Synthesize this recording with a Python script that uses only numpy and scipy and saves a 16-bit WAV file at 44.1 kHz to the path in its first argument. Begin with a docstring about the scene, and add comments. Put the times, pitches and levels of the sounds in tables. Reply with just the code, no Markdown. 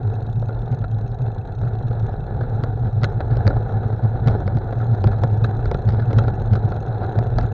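"""A road bicycle on rough asphalt, heard close up from a camera microphone fixed to its handlebar.
The road crackles through the frame and shakes the bar into a low drone, while air buffets the microphone.
Back at the rear wheel the freewheel ticks, fades under the chain during a spell of pedalling, then
ticks faster. Pebbles and bumps knock the frame, clack a loose fitting and now and then slap the chain."""
import sys
import numpy as np
from scipy import signal
from scipy.fft import rfft, irfft
from scipy.io import wavfile
from scipy.ndimage import uniform_filter1d

SR = 44100
rng = np.random.default_rng(int(sys.argv[2]) if len(sys.argv) > 2 else 0)


def digitize_waveform(pressure):
    """Quantize a signal to 16-bit integers and store it at the path in sys.argv[1].

    Rows of a 2-D input are taken as channels; values are limited to [-1, 1].
    """
    field = np.atleast_2d(pressure).T
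    bounded = np.clip(field, -1, 1)
    quanta = np.round(bounded * 32767).astype(np.int16)
    wavfile.write(sys.argv[1], SR, quanta)


N = 332073
TIME = np.arange(N) / SR


def amp(db):
    """Decibels to gain."""
    return 10 ** (np.asarray(db) / 20)


def unit(x):
    """Scales to rms 1."""
    return x / np.sqrt(np.mean(x ** 2) + 1e-20)


def unit_peak(x):
    """Scales a hit so that its loudest two milliseconds have rms 1."""
    return x / np.sqrt(uniform_filter1d(x ** 2, size=88).max() + 1e-20)


def curve(rows):
    """Joins (time, value) points into a value at every sample."""
    return np.interp(TIME, *np.transpose(rows))


def add(mix, s, sound):
    """Lays a sound into the mix at s seconds."""
    part = mix[max(round(s * SR), 0):][:len(sound)]
    part += sound[:len(part)]


def wander(rate_hz):
    """Slow random motion of rms 1."""
    hz = np.fft.rfftfreq(N, 1 / SR)
    return unit(irfft(rfft(rng.standard_normal(N)) * np.exp(-(hz / rate_hz) ** 2), N))


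def response(spectrum, resonances=(), size=8192):
    """Causal impulse response of a (frequency [Hz], level [dB]) spectrum with resonant humps."""
    hz = np.fft.rfftfreq(size, 1 / SR)
    points_hz, level = np.transpose(spectrum)
    db = np.interp(np.log(hz + 1), np.log(points_hz), level)
    db -= 40 * np.log10(np.maximum(hz / points_hz[-1], 1))  # 12 dB an octave above the last point
    for centre, width, lift in resonances:
        db += lift / (1 + (2 * (hz - centre) / width) ** 2)
    log_gain = np.log(amp(np.r_[db, db[-2:0:-1]]))
    minimum_phase = np.exp(np.conj(signal.hilbert(log_gain)))
    return np.fft.ifft(minimum_phase).real[:size // 2]


def through(x, taps):
    """Passes a signal through an impulse response."""
    return signal.fftconvolve(x, taps)[:len(x)]


def strike(body, rise_s, t60_s, size=3000):
    """Touching parts chatter in a burst that swells, dies away and sounds a body's impulse response."""
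    return unit_peak(through(contact(rise_s, t60_s, size), body))


def contact(rise_s, t60_s, size=3000):
    """The noisy force between two parts as they meet and come to rest."""
    t = np.arange(size) / SR
    return rng.standard_normal(size) * (1 - np.exp(-t / rise_s)) * amp(-60 * t / t60_s)


# Coarseness of the asphalt under the wheels (time [s], level [dB])
ROAD_COARSENESS = [(0.0, -36.5), (0.88, -40), (1.4, -37.5), (1.74, -36.5), (2.22, -37), (2.49, -34.5),
                   (4.3, -32.5), (4.51, -34), (4.74, -33.5), (5.12, -32.5), (5.41, -35.5), (6.17, -33),
                   (7.0, -33.5), (7.53, -33.5)]
# Tyre noise as it arrives at the handlebar (frequency [Hz], level [dB])
TYRE_SPECTRUM = [(60, -12.5), (170, 3.5), (280, -3), (430, 4.5), (620, -5), (830, -3.5), (1080, -17),
                 (1450, -10), (1950, -28), (2950, -44.5), (3950, -35.5), (4500, -50), (6000, -56),
                 (8000, -69)]
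# Peaks and dips of the frame between road and microphone (frequency [Hz], width [Hz], lift [dB])
FRAME_RESONANCES = [(222, 14, -4), (400, 14, 1.5), (743, 140, 8), (1700, 34, 8), (2730, 71, -6.5),
                    (3440, 310, 4.5), (4030, 460, 7)]

def tyres(level_db=-0.38, stones_per_s=130, stone_db=-4.5, spread_db=2.5, flutter_db=1.77,
          patchy_db=1.36, bump_db=-23):
    """Asphalt grain and stone chips drive the frame from below, harder where a bump loads the tyre."""
    sizes = amp(spread_db * np.minimum(rng.exponential(1, N), 4)) * rng.choice([-1, 1], N)
    stones = sizes * (rng.random(N) < stones_per_s / SR)
    force = rng.standard_normal(N) + amp(stone_db) * unit(stones)
    force *= amp(flutter_db * wander(54))
    frame = through(force, response(TYRE_SPECTRUM, FRAME_RESONANCES))
    midrange = signal.sosfilt(signal.butter(4, [300, 1000], "band", fs=SR, output="sos"), frame)
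    rolling = amp(curve(ROAD_COARSENESS) + level_db + patchy_db * wander(3.7))
    bump_load = amp(bump_db) * heave(rise_s=0.0093, fall_s=0.087)
    return frame / midrange.std() * np.hypot(rolling, bump_load)


BAR_HZ = 111.45
# Irregular shaking of the bar around its resonance (frequency [Hz], level [dB])
JUDDER_SPECTRUM = [(40, -21.5), (95, 2.0), (135, 8.0), (170, -6.5), (400, -35.0)]

def handlebar(drift_hz=7, flutter_db=2.5, road_db=-24, follow=.45, throb_db=5, bump_db=-1.0,
              octave_db=-19, judder_db=-10.0):
    """The bar resonates right under the microphone: the road keeps it throbbing, bumps throw it wide."""
    phase = 2 * np.pi * np.cumsum(BAR_HZ + drift_hz * wander(31.7)) / SR
    road = curve(ROAD_COARSENESS)
    throb = unit(amp(throb_db * np.minimum(wander(22), .9)))
    throb *= amp(road_db + follow * (road - road.mean()))
    reach = np.hypot(throb, amp(bump_db) * heave(rise_s=0.028, fall_s=0.022))
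    # wide swings are lopsided, which adds the octave
    swing = np.sin(phase) + amp(octave_db) * np.sqrt(unit(reach)) * np.sin(2 * phase)
    judder = unit(through(rng.standard_normal(N), response(JUDDER_SPECTRUM)))
    drone = unit(swing * amp(flutter_db * wander(35)))
    return (drone + amp(judder_db) * judder) * reach


# Gusts head-on at the microphone (time [s], level [dB])
WIND_GUSTS = [(0, -33.5), (0.8, -30.5), (1.4, -33.5), (2.1, -29), (2.65, -28), (3.2, -29), (3.5, -24.5),
              (3.9, -33.5), (4.27, -23), (4.75, -33), (5.05, -29), (5.5, -32.5), (5.72, -22.5), (6.0, -34),
              (6.28, -25), (6.8, -31), (7.2, -35), (7.4, -19.5), (7.53, -35)]
# Rumble of the air on the microphone (frequency [Hz], level [dB])
WIND_SPECTRUM = [(8, -28), (22, -9), (45, -3), (70, -8), (110, -2.5), (200, -21), (600, -49.5)]

def wind(level_db=2.5, bump_db=-18):
    """Low turbulence right at the microphone, which surges as bumps jerk the camera."""
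    rumble = unit(through(rng.standard_normal(N), response(WIND_SPECTRUM)))
    surge = amp(bump_db) * heave(rise_s=0.034, fall_s=.06)
    return rumble * np.hypot(amp(curve(WIND_GUSTS) + level_db), surge)


# Speed of the rear wheel (time [s], speed [turns/s])
WHEEL_SPEED = [(0, 2.08), (2.2, 1.93), (4.2, 2.48), (4.8, 2.5), (7.53, 2.18)]
# Freewheel, a bike's length behind the microphone, fading during pedalling (time [s], level [dB])
FREEWHEEL_LEVEL = [(0, -59), (2.2, -60), (2.4, -68), (4.45, -88), (4.7, -60.5), (6, -59.5), (7.53, -58)]

def rear_wheel(ticks_per_turn=15, tick_db=5, uneven_db=1.0, jitter_s=0.004, pawl_lag_s=0.0067,
               ping_hz=5230, ping_db=-71, ping_turn=.25):
    """Two pawls take turns dropping over the ratchet; something metal pings faintly once a turn."""
    out, level = np.zeros(N), curve(FREEWHEEL_LEVEL)
    turns = np.cumsum(curve(WHEEL_SPEED)) / SR
    drops = np.flatnonzero(np.diff(np.floor(turns * ticks_per_turn)))
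    for k, at in enumerate(drops):
        late, strong = rng.standard_normal(2)
        tick = amp(level[at] + tick_db + uneven_db * strong) * clink(rise_s=0.0012, scrape_t60_s=0.017)
        add(out, at / SR + jitter_s * late + pawl_lag_s * (k % 2), tick)
    for at in np.flatnonzero(np.diff(np.floor(turns - ping_turn))):
        gain = amp(ping_db + uneven_db * rng.standard_normal())
        add(out, at / SR, gain * ring([(ping_hz, 0, .08)], spread_db=0))
    return out


# Ringing metal of the drivetrain (frequency [Hz], level [dB], time to fall 60 dB [s])
DRIVETRAIN_MODES = [(2628, 1.5, 0.018), (3220, -14, 0.052), (3550, 1, 0.02), (3864, 6.5, 0.016),
                    (4140, -1, 0.028), (4630, -16.5, 0.0099), (5590, -9.5, .018), (6200, -12.5, 0.019),
                    (6424, -12, 0.036), (6720, -14.5, 0.022), (7460, -21, 0.015), (8690, -23, 0.027)]

def clink(rise_s, scrape_t60_s):
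    """A small metal part lands on the drivetrain and scrapes to rest."""
    return unit_peak(through(ring(DRIVETRAIN_MODES, spread_db=2), contact(rise_s, scrape_t60_s)))


def ring(modes, spread_db, rise_s=0.00036, size=4000):
    """Struck metal: each blow shares its energy a little differently among the modes."""
    out, t = np.zeros(size), np.arange(size) / SR
    for hz, db, t60_s in modes:
        decay = amp(db + spread_db * rng.standard_normal() - 60 * t / t60_s)
        out += decay * np.sin(2 * np.pi * (hz * t + rng.random()))
    return unit_peak(out * (1 - np.exp(-t / rise_s)))


# Stones and cracks in the road (time [s], bar swing [dB], thud [dB], knock [dB], clack [dB])
ROAD_BUMPS = [(0.4241, -22.5, -24, -37, -58), (0.4899, -23.5, -25, -31.5, -66),
              (0.8396, -23, -25.5, -27.5, -60), (1.6319, -17, -31, -36, -53), (1.909, -20.5, -31, -42, -54),
              (2.408, -24, -22.5, -27.5, -52), (2.6363, -20, -21.5, -29.5, -31.5),
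              (3.0416, -14.5, -21, -21, -20.5), (3.2039, -24.5, -21, -27.5, -51),
              (3.369, -15, -22, -42, -37.5), (3.4761, -9.5, -20, -27, -24), (3.503, -23.5, -20, -26, -56),
              (3.5658, -22.5, -23.5, -32, -55), (4.2818, -8, -22.5, -26, -26.5),
              (4.3078, -18.5, -23.5, -39, -45.5), (4.4762, -13, -23, -29, -35.5),
              (4.5696, -10.5, -22, -38, -37.5), (4.7239, -25, -21.5, -31, -55),
              (5.04, -20, -17, -28.5, -31), (5.072, -12, -31, -33.5, -28.5), (5.128, -24, -25, -31, -56),
              (5.235, -12, -16.5, -25.5, -28), (5.442, -12.5, -25, -20.5, -43),
              (5.655, -20, -27, -27.5, -34.5), (5.713, -22, -16.5, -29.5, -30.5),
              (5.7436, -16.5, -23, -25.5, -34.5), (5.888, -7.5, -25.5, -34, -34),
              (5.9948, -17.5, -31, -28, -51), (6.104, -19.5, -28, -31, -50),
              (6.1295, -17.5, -18.5, -37, -35.5), (6.1842, -7.5, -24, -20, -28),
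              (6.28, -16, -22.5, -28, -40), (6.534, -11, -31, -31, -36.5), (6.553, -15.5, -30, -26.5, -32),
              (6.719, -19, -23, -27.5, -43.5), (7.187, -12, -19.5, -29, -29),
              (7.3838, -12.5, -17.5, -22, -28), (7.41, -18, -39, -32.5, -37.5)]
# Dull thud of the frame, heard through the bar (frequency [Hz], level [dB])
THUD_SPECTRUM = [(60, -21), (150, -11.5), (290, 0), (420, 0), (560, 1), (800, -10), (1100, -14),
                 (2500, -48)]
# Harder knock of the frame (frequency [Hz], level [dB])
KNOCK_SPECTRUM = [(400, -7.5), (1000, -11), (1400, 9), (1750, -9.5), (2300, -20.5), (3000, -30),
                  (3900, -23.5), (4700, -34), (8000, -58.5)]
# Bright clack of a loose fitting (frequency [Hz], level [dB])
CLACK_SPECTRUM = [(300, -9), (1200, 6.5), (2050, 8), (2700, -6.5), (3500, -1), (4500, -0.5), (5500, -10.5),
                  (6300, -20), (7300, -21.5), (8100, -44), (9500, -37.5), (15000, -47)]
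# The chain slapping metal, behind the microphone (time [s], level [dB])
CHAIN_SLAPS = [(3.0395, -31), (5.439, -29.5), (6.1832, -32)]

def rattles(knock_trim_db=-4, slap_trim_db=-6, clack_lag_s=.001, double_above_db=-27, first_touch_db=-2):
    """Bumps thud and knock in the frame, clack a loose fitting and now and then throw the chain."""
    out = np.zeros(N)
    thud, knock = response(THUD_SPECTRUM, FRAME_RESONANCES), response(KNOCK_SPECTRUM, FRAME_RESONANCES)
    clack = response(CLACK_SPECTRUM)
    for s, _, thud_db, knock_db, clack_db in ROAD_BUMPS:
        touches = [(s, 0)]
        if clack_db > double_above_db:  # a hard hit also touches softly one swing of the bar earlier
            touches.append((s - 1 / BAR_HZ, first_touch_db))
        for at, db in touches:
            add(out, at, amp(knock_db + knock_trim_db + db) * strike(knock, rise_s=0.014, t60_s=0.02))
            add(out, at, amp(thud_db + db) * strike(thud, rise_s=0.00072, t60_s=0.032))
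            add(out, at + clack_lag_s, amp(clack_db + db) * strike(clack, rise_s=0.00067, t60_s=.005))
    for s, db in CHAIN_SLAPS:
        add(out, s, amp(db + slap_trim_db) * clink(rise_s=0.0036, scrape_t60_s=0.033))
    return out


# Smooth dips in the road that swing the bar without a knock (time [s], bar swing [dB])
ROAD_DIPS = [(0.73, -16.5), (0.972, -17), (2.039, -14.5), (2.86, -16.5), (3.33, -15), (3.75, -14.5),
             (4.051, -13.5), (4.94, -14.5), (5.329, -14.5), (5.94, -12.5), (6.66, -15.5)]

def heave(rise_s, fall_s):
    """How hard bumps and dips throw the bicycle: each swells up to its moment and dies away."""
    power, t = np.zeros(N), np.arange(-.3, .8, 1 / SR)
    shape = np.exp(-np.where(t < 0, (t / rise_s) ** 2, t / fall_s))
    for s, swing_db, *_ in ROAD_BUMPS + ROAD_DIPS:
        add(power, s + t[0], (amp(swing_db) * shape) ** 2)
    return np.sqrt(power)


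def pebbles(count=18, level_db=-1, knock_db=-1, click_db=-17, uneven_db=2.0):
    """Small stones knock the frame at random, more often and louder where the road is coarse."""
    out, road = np.zeros(N), curve(ROAD_COARSENESS)
    frame = unit(response(THUD_SPECTRUM, FRAME_RESONANCES))
    frame += amp(knock_db) * unit(response(KNOCK_SPECTRUM, FRAME_RESONANCES))
    click = response(CLACK_SPECTRUM)
    road_energy = np.cumsum(amp(road) ** 2)
    shares = (np.arange(count) + rng.random(count)) / count  # one stone in each equal share of energy
    for at in np.searchsorted(road_energy, shares * road_energy[-1]):
        tap = strike(frame, rise_s=0.005, t60_s=0.058)
        tap += amp(click_db) * strike(click, rise_s=.0008, t60_s=0.0057)
        add(out, at / SR, amp(road[at] + level_db + uneven_db * rng.standard_normal()) * tap)
    return out


def fitting_chatter(chance=.3, loose_above_db=-21, level_db=-34, uneven_db=2):
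    """While the bar swings wide, the loose fitting taps its stop lightly on some of the swings."""
    out, clack = np.zeros(N), response(CLACK_SPECTRUM)
    reach = heave(rise_s=.025, fall_s=.04)
    swings = np.arange(0, N, SR / BAR_HZ).astype(int)
    for at, luck, strong in zip(swings, rng.random(len(swings)), rng.standard_normal(len(swings))):
        if luck < chance and reach[at] > amp(loose_above_db):
            tap = strike(clack, rise_s=0.00092, t60_s=0.0077)
            add(out, at / SR, reach[at] * amp(level_db + uneven_db * strong) * tap)
    return out


# Chain running under load, below and behind the microphone (time [s], level [dB])
CHAIN_LEVEL = [(0, -89), (2.2, -88.5), (2.45, -62), (4.4, -61), (4.7, -89), (7.53, -91)]

def chain(start_s=2.2, end_s=4.7, links_per_s=70, uneven_db=2, jitter_s=0.0049):
    """Rollers seat on the teeth and ring the drivetrain in a faint, uneven patter."""
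    out, level = np.zeros(N), curve(CHAIN_LEVEL)
    links = np.arange(start_s, end_s, 1 / links_per_s)
    for s, (late, strong) in zip(links, rng.standard_normal((len(links), 2))):
        gain = amp(level[round(s * SR)] + uneven_db * strong)
        add(out, s + jitter_s * late, gain * clink(rise_s=0.0018, scrape_t60_s=0.014))
    return out


def scene():
    """Everything reaches the one microphone through the bar or the air around it."""
    mix = tyres() + handlebar() + wind() + rattles() + fitting_chatter() + pebbles()
    return (mix + rear_wheel() + chain())[None]


def record(dry, hiss_db=-82, ceiling=.8, cutoff_hz=15600):
    """The camera microphone adds faint hiss, rounds the largest swings and loses the highest treble."""
    noisy = dry + amp(hiss_db) * rng.standard_normal(dry.shape)
    rounded = noisy / (1 + (noisy / ceiling) ** 6) ** (1 / 6)
    faded = rounded * signal.windows.tukey(N, .001)
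    lowpass = signal.firwin(511, cutoff_hz, window=("kaiser", 9), fs=SR)
    return signal.oaconvolve(faded, lowpass[None], "same")


dry = scene()
out = record(dry)
digitize_waveform(out)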